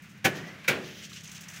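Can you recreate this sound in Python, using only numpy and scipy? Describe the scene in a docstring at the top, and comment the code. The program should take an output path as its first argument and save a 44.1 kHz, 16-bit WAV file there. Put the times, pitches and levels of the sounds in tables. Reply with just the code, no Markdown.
"""Two sheaves of rice are swung down on a barrel lying in an open field.
At first dry straw rustles close by, while a far engine throbs under the faint hiss of the field.
At 0.24 s hundreds of stalks slap the shell, which thuds and rings briefly; the field's edge echoes it.
The sheaf sags, then the second one swishes down and lands at 0.68 s with an echo of its own.
Loose straw hisses as it settles, and from about 1 s nearby stalks crackle and snap."""
import sys
import numpy as np
from scipy import signal
from scipy.fft import rfft, irfft
from scipy.io import wavfile

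SR = 44100
rng = np.random.default_rng(int(sys.argv[2]) if len(sys.argv) > 2 else 0)


def store_wav(level_fs):
    """Save 16-bit WAV to argv[1]."""
    pcm = np.round(np.clip(np.atleast_2d(level_fs), -1, 1) * 32767)
    wavfile.write(sys.argv[1], SR, pcm.T.astype(np.int16))


N = 70560  # 1.6 seconds

# The tone of the cracking tips, the slap, the thud and the hollow barrel.
# Each row: frequency in Hz, relative level in dB.
CRACK_TONE = [(1500, -20), (3000, -3), (3800, -3.5), (4500, -6), (6300, 1.5), (8200, -8.5), (12000, -7.5),
              (15500, -7)]
SLAP_TONE = [(150, -55), (300, -23), (520, -5), (680, -18), (930, -9.5), (1250, -8), (1600, 0), (2000, -3),
             (2400, 1), (3200, -6.5), (4500, -14), (9000, -30)]
THUD_TONE = [(30, -31), (60, -27), (85, -9.5), (135, -0.5), (200, -11), (300, -24), (600, -46)]
HOLLOW_TONE = [(120, -19), (240, 4), (400, 3.5), (540, 0.5), (680, -4), (900, -8), (1200, -8), (1800, -44)]
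def sheaf(start, landing, crack_db, slap_db, thud_db, hollow_db, ring):
    """Stalk tips crack as the bundle slaps the shell; its weight thuds and the barrel sounds hollow."""
    hold = 0.0047 / ring ** 2
    crack = coloured(clicks(), CRACK_TONE) * envelope(start, landing, fade=0.11, hold=0.0015)
    slap = coloured(clicks(), SLAP_TONE) * envelope(start, landing, fade=0.17 * ring, hold=hold)
    thud = noise(THUD_TONE) * envelope(start, rise=0.013, fade=0.14, hold=0.0025)
    hollow = noise(HOLLOW_TONE) * envelope(start, rise=0.022, fade=0.24 * ring ** 2, hold=hold)
    return amp(crack_db) * crack + amp(slap_db) * slap + amp(thud_db) * thud + amp(hollow_db) * hollow


# The barrel's notes; each blow lands on another spot, so their levels differ.
# Each row: pitch in Hz, fade in seconds, level in dB in the first blow, level in dB in the second.
BARREL_NOTES = [(112, .2, -31, -46), (145, .4, -32, -36), (196, .35, -29, -45), (293, .2, -33, -40),
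                (373, .7, -40, -36), (516, .17, -30, -30), (772, .11, -25, -44), (1404, .28, -46, -34),
                (1447, .2, -42, -29), (1498, .15, -26, -42), (1558, .19, -36, -33), (1712, .16, -26, -37),
                (1879, .14, -31, -36), (2000, .07, -42, -23), (2258, .17, -38, -27), (2326, .17, -30, -33),
                (2432, .17, -32, -31), (2778, .19, -39, -35), (3020, .17, -36, -41), (3790, .11, -44, -33)]
def barrel(start, landing, blow):
    """The shell's notes build up while the stalks land and die under the straw."""
    t, out = np.arange(N) / SR, np.zeros(N)
    for hz, fade, *levels_db in BARREL_NOTES:
        note = np.sin(2 * np.pi * (hz * t + rng.random()))
        out += amp(levels_db[blow]) * envelope(start, 1.84 * landing, fade) * note
    return out


# The echo's tone. Each row: frequency in Hz, relative level in dB.
ECHO_TONE = [(60, -25), (100, 0.5), (160, 6.5), (250, 6), (400, 2), (650, 0.5), (930, -9), (1700, -1),
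             (2600, -5.5), (4000, -17), (7000, -20), (15000, -41)]
# How long it lasts. Each row: frequency in Hz, fade in seconds.
ECHO_FADES = [(100, 0.93), (400, 1), (1000, 0.91), (2000, 0.97), (8000, .7)]
def echo(start, rise=0.084):
    """Trees and tall crops scatter a blow back, each band of pitch dying at its own speed."""
    hz, t, bands = signal.stft(noise(ECHO_TONE), SR, nperseg=512)
    age = np.maximum(t - start - rise, 0)
    dying = np.exp(-np.log(1000) * age / look_up(ECHO_FADES, hz)[:, None])
    swell = np.clip((np.arange(N) / SR - start) / rise, 0, 1)
    return signal.istft(bands * dying, SR)[1][:N] * swell


# The two blows. Each row: start in seconds, seconds the sheaf takes to land, levels in dB of the
# crack, slap, thud, hollow sound and echo, and a factor for how freely the shell sounds on.
SHEAF_BLOWS = [(.2425, 0.0094, -26, -22, -31, -27, -38, 0.75),
               (.6775, 0.0045, -27.5, -21.5, -39, -30.5, -39.5, 1.447)]
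def threshing():
    """Each sheaf strikes the barrel and sets it ringing; gives the hits and their echoes separately."""
    hits, echoes = np.zeros(N), np.zeros(N)
    for blow, (start, landing, *levels_db, echo_db, ring) in enumerate(SHEAF_BLOWS):
        hits += sheaf(start, landing, *levels_db, ring) + barrel(start, landing, blow)
        echoes += amp(echo_db) * echo(start)
    return hits, echoes


def swing():
    """Straw brushes past as the second sheaf swings down."""
    return amp(-44.5) * envelope(start=0.641, rise=0.005, fade=0.16) * noise(SLAP_TONE)


# The tone of the sagging sheaf. Each row: frequency in Hz, relative level in dB.
THUMP_TONE = [(60, -25), (100, -6.5), (160, 4.5), (260, -8), (420, -12), (900, -50), (3000, -71)]
def sag():
    """Between the blows, the sheaf sags on the barrel with a soft, low thump."""
    return amp(-37.5) * envelope(start=0.393, rise=0.0099, fade=0.23) * noise(THUMP_TONE)


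def gliding_band(start=0.29, start_hz=1627, hz_per_second=1900, width_hz=67):
    """A faint, narrow band of noise rises in pitch inside the first echo."""
    hz = start_hz + hz_per_second * (np.arange(N) / SR - start)
    phase = 2 * np.pi * np.cumsum(hz) / SR
    band = wander(width_hz) * np.cos(phase) + wander(width_hz) * np.sin(phase)
    return amp(-48.5) * envelope(start, rise=0.015, fade=0.37, hold=0.18) * band


# Close rustles. Each row: start, rise and fade in seconds, level in dB, brightness in dB per octave.
RUSTLE_BURSTS = [(0.019, 0.0035, 0.23, -55.5, 10.5), (0.086, 0.01, 0.28, -59, 7),
                 (0.173, 0.0032, 0.066, -56.5, 7), (1.009, 0.042, 0.11, -43.5, -1.5),
                 (1.093, 0.0084, 0.14, -47, -1), (1.123, 0.011, 0.24, -46.5, 1.5),
                 (1.143, 0.03, 0.16, -42, -3.5), (1.2, 0.01, 0.099, -50, 0), (1.232, 0.0033, 0.13, -45, 3),
                 (1.251, 0.0036, 0.23, -46.5, -2), (1.274, .005, 0.12, -45, -6.5),
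                 (1.29, 0.0027, 0.097, -46.5, 1), (1.313, .003, 0.16, -43, 4.5),
                 (1.345, .004, 0.16, -46, 2), (1.355, 0.0067, 0.27, -46, -2),
                 (1.406, 0.0037, 0.14, -44.5, 6.5), (1.431, .005, .1, -46.5, 1),
                 (1.482, 0.0021, 0.33, -46.5, 6), (1.526, 0.014, 0.26, -49, 4), (1.557, .005, 0.28, -46, 4)]
# Their tone. Each row: frequency in Hz, relative level in dB.
RUSTLE_TONE = [(400, -27), (900, -30), (1600, -13), (2900, 5.5), (4400, -2), (6300, 4.5), (8200, -5.5),
               (11000, -15.5), (15500, -13)]
def rustling_straw():
    """Nearby stalks crackle in short, clumped bursts."""
    out = np.zeros(N)
    for start, rise, fade, db, bright_db in RUSTLE_BURSTS:
        crackle = coloured(clicks(per_second=8100, spread_db=3.5), RUSTLE_TONE, bright_db)
        out += amp(db) * envelope(start, rise, fade) * crackle
    clumps_db = wander(rate_hz=120)
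    return out * amp(clumps_db)


# Single stems breaking. Each row: start in seconds, pitch in Hz, level in dB.
STEM_SNAPS = [(.843, 3800, -46), (1.116, 1250, -54), (1.13, 4200, -43), (1.2755, 6400, -43),
              (1.357, 3100, -45), (1.485, 6200, -42), (1.559, 2600, -45), (1.567, 1950, -44)]
def snapping_stems(width_octaves=0.2):
    """A breaking stem rings briefly in one narrow band of pitch."""
    octaves, out = np.log2(np.fft.rfftfreq(N, 1 / SR) + 1), np.zeros(N)
    for start, hz, db in STEM_SNAPS:
        band = 1 / (1 + ((octaves - np.log2(hz)) / width_octaves) ** 2)
        ringing = evened(irfft(rfft(rng.standard_normal(N)) * band, N))
        out += amp(db) * envelope(start, rise=0.0015, fade=0.045) * ringing
    return out


# Waves of settling straw. Each row: start, rise and fade in seconds, level in dB.
SETTLING_WAVES = [(0.336, 0.028, 0.27, -44.5), (.40, 0.086, 0.34, -53.5), (.79, 0.08, 1, -48.5),
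                  (.92, .07, 0.71, -49)]
# Their tone. Each row: frequency in Hz, relative level in dB.
SETTLING_TONE = [(500, -54), (1500, -20), (3000, 4.5), (4400, -2.5), (6300, -0.5), (8200, -18.5),
                 (15500, -14)]
def settling_straw():
    """Loose straw and grain hiss as they settle after the blows."""
    power = sum((amp(db) * envelope(*timing)) ** 2 for *timing, db in SETTLING_WAVES)
    return coloured(clicks(), SETTLING_TONE) * np.sqrt(power)


# The tone of the exhaust puffs. Each row: frequency in Hz, relative level in dB.
PUFF_TONE = [(20, -53), (50, -25), (100, -12), (135, -9.5), (168, 2.5), (202, 2), (240, -10.5), (300, -32),
             (500, -56), (2000, -90)]
def engine(firings_per_second=33.88, wobble=0.012, spread_db=2):
    """A far engine chugs: one dull puff per firing, uneven in strength."""
    rate = firings_per_second * (1 + wobble * wander(rate_hz=3.4))
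    firings_so_far = np.floor(np.cumsum(rate) / SR)
    puffs = np.diff(firings_so_far, prepend=0) * amp(spread_db * rng.standard_normal(N))
    return amp(-54) * coloured(puffs, PUFF_TONE)


# The tone of the open air. Each row: frequency in Hz, relative level in dB.
AIR_TONE = [(25, -12), (60, -9), (100, 3.5), (170, 6.5), (280, -6.5), (500, -15), (900, -16.5),
            (1600, -7.5), (2400, -7.5), (4200, -20), (6300, -22), (8500, -31), (15500, -36)]
# How its hiss swells. Each row: time in seconds, boost in dB.
HISS_SWELL = [(0, 1.5), (.2, -1), (.55, 4.5), (.9, 3.5), (1.22, 1), (1.47, 6.5), (1.6, 5.5)]
def field():
    """The open air murmurs low and steady, with a fine hiss that swells and flickers."""
    air = noise(AIR_TONE)
    murmur = signal.sosfiltfilt(signal.butter(2, 900, fs=SR, output="sos"), air)
    hiss = air - murmur
    swell_db = np.interp(np.arange(N) / SR, *np.transpose(HISS_SWELL))
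    flicker_db = 1.36 * wander(rate_hz=27)
    return amp(-52) * (murmur + hiss * amp(swell_db + flicker_db))


# The band the ground changes. Each row: time in seconds, centre in Hz, cut in dB (negative boosts).
GROUND_BAND = [(0, 615, 0.5), (.2, 680, 1), (.5, 970, -4), (.9, 970, 5.5), (1.12, 920, 7.5), (1.22, 775, 1),
               (1.35, 756, -4), (1.6, 610, -2.5)]
def ground_bounce(x, width_octaves=0.53):
    """Sound bouncing off the ground cuts or lifts one band, which drifts as the microphone moves."""
    hz, t, bands = signal.stft(x, SR, nperseg=1024)
    times, centre_hz, cut_db = np.transpose(GROUND_BAND)
    distance = np.log2((hz[:, None] + 1) / np.interp(t, times, centre_hz)) / width_octaves
    gain_db = -np.interp(t, times, cut_db) * np.exp(-distance ** 2)
    return signal.istft(bands * amp(gain_db), SR)[1][:N]


def amp(db):
    """Turns decibels into a number to multiply by."""
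    return 10 ** (np.asarray(db) / 20)


def evened(x):
    """Scales a signal to an average power of 1."""
    return x / np.sqrt(np.mean(x ** 2) + 1e-20)


def look_up(table, hz):
    """Reads between a table's rows, with frequency spaced in octaves."""
    row_hz, values = np.transpose(table)
    return np.interp(np.log(hz + 1), np.log(row_hz + 1), values)


def coloured(x, tone, bright_db=0):
    """Gives x a tone, tilted by bright_db per octave, at an average power of 1."""
    hz = np.fft.rfftfreq(N, 1 / SR)
    gain_db = look_up(tone, hz) + bright_db * np.log2(hz + 1)
    return evened(irfft(rfft(x) * amp(gain_db), N))


def noise(tone):
    """Smooth noise with the given tone."""
    return coloured(rng.standard_normal(N), tone)


def wander(rate_hz):
    """A random drift around zero; a higher rate makes it move faster."""
    hz = np.fft.rfftfreq(N, 1 / SR)
    smoothing = (hz > 0) * np.exp(-(hz / rate_hz) ** 2)
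    return evened(irfft(rfft(rng.standard_normal(N)) * smoothing, N))


def clicks(per_second=9000, spread_db=1):
    """Many stalks click at random moments, a few louder than the rest."""
    size = amp(spread_db * np.minimum(rng.exponential(1, N), 4))
    return size * rng.choice([-1., 1.], N) * (rng.random(N) < per_second / SR)


def envelope(start, rise, fade, hold=0):
    """Loudness rises, holds, then dies away; fade is the seconds it takes to drop 60 dB."""
    t = np.arange(N) / SR - start
    return np.clip(t / rise, 0, 1) * np.exp(-np.log(1000) * np.maximum(t - rise - hold, 0) / fade)


def scene():
    """The blows over the sounds of the field, in one channel."""
    background = field() + engine() + settling_straw() + rustling_straw()
    handling = swing() + sag()
    hits, echoes = threshing()
    return (hits + handling + snapping_stems() + gliding_band() + ground_bounce(background + echoes))[None]


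def record(dry, low_cut_hz=47, high_cut_hz=15800):
    """The small microphone loses the deep bass; the very highest treble is cut too."""
    thin = signal.sosfilt(signal.butter(2, low_cut_hz, "high", fs=SR, output="sos"), dry)
    treble_cut = signal.firwin(511, high_cut_hz, window=("kaiser", 9), fs=SR)
    return signal.oaconvolve(thin, treble_cut[None], "same")


dry = scene()
out = record(dry)
store_wav(out)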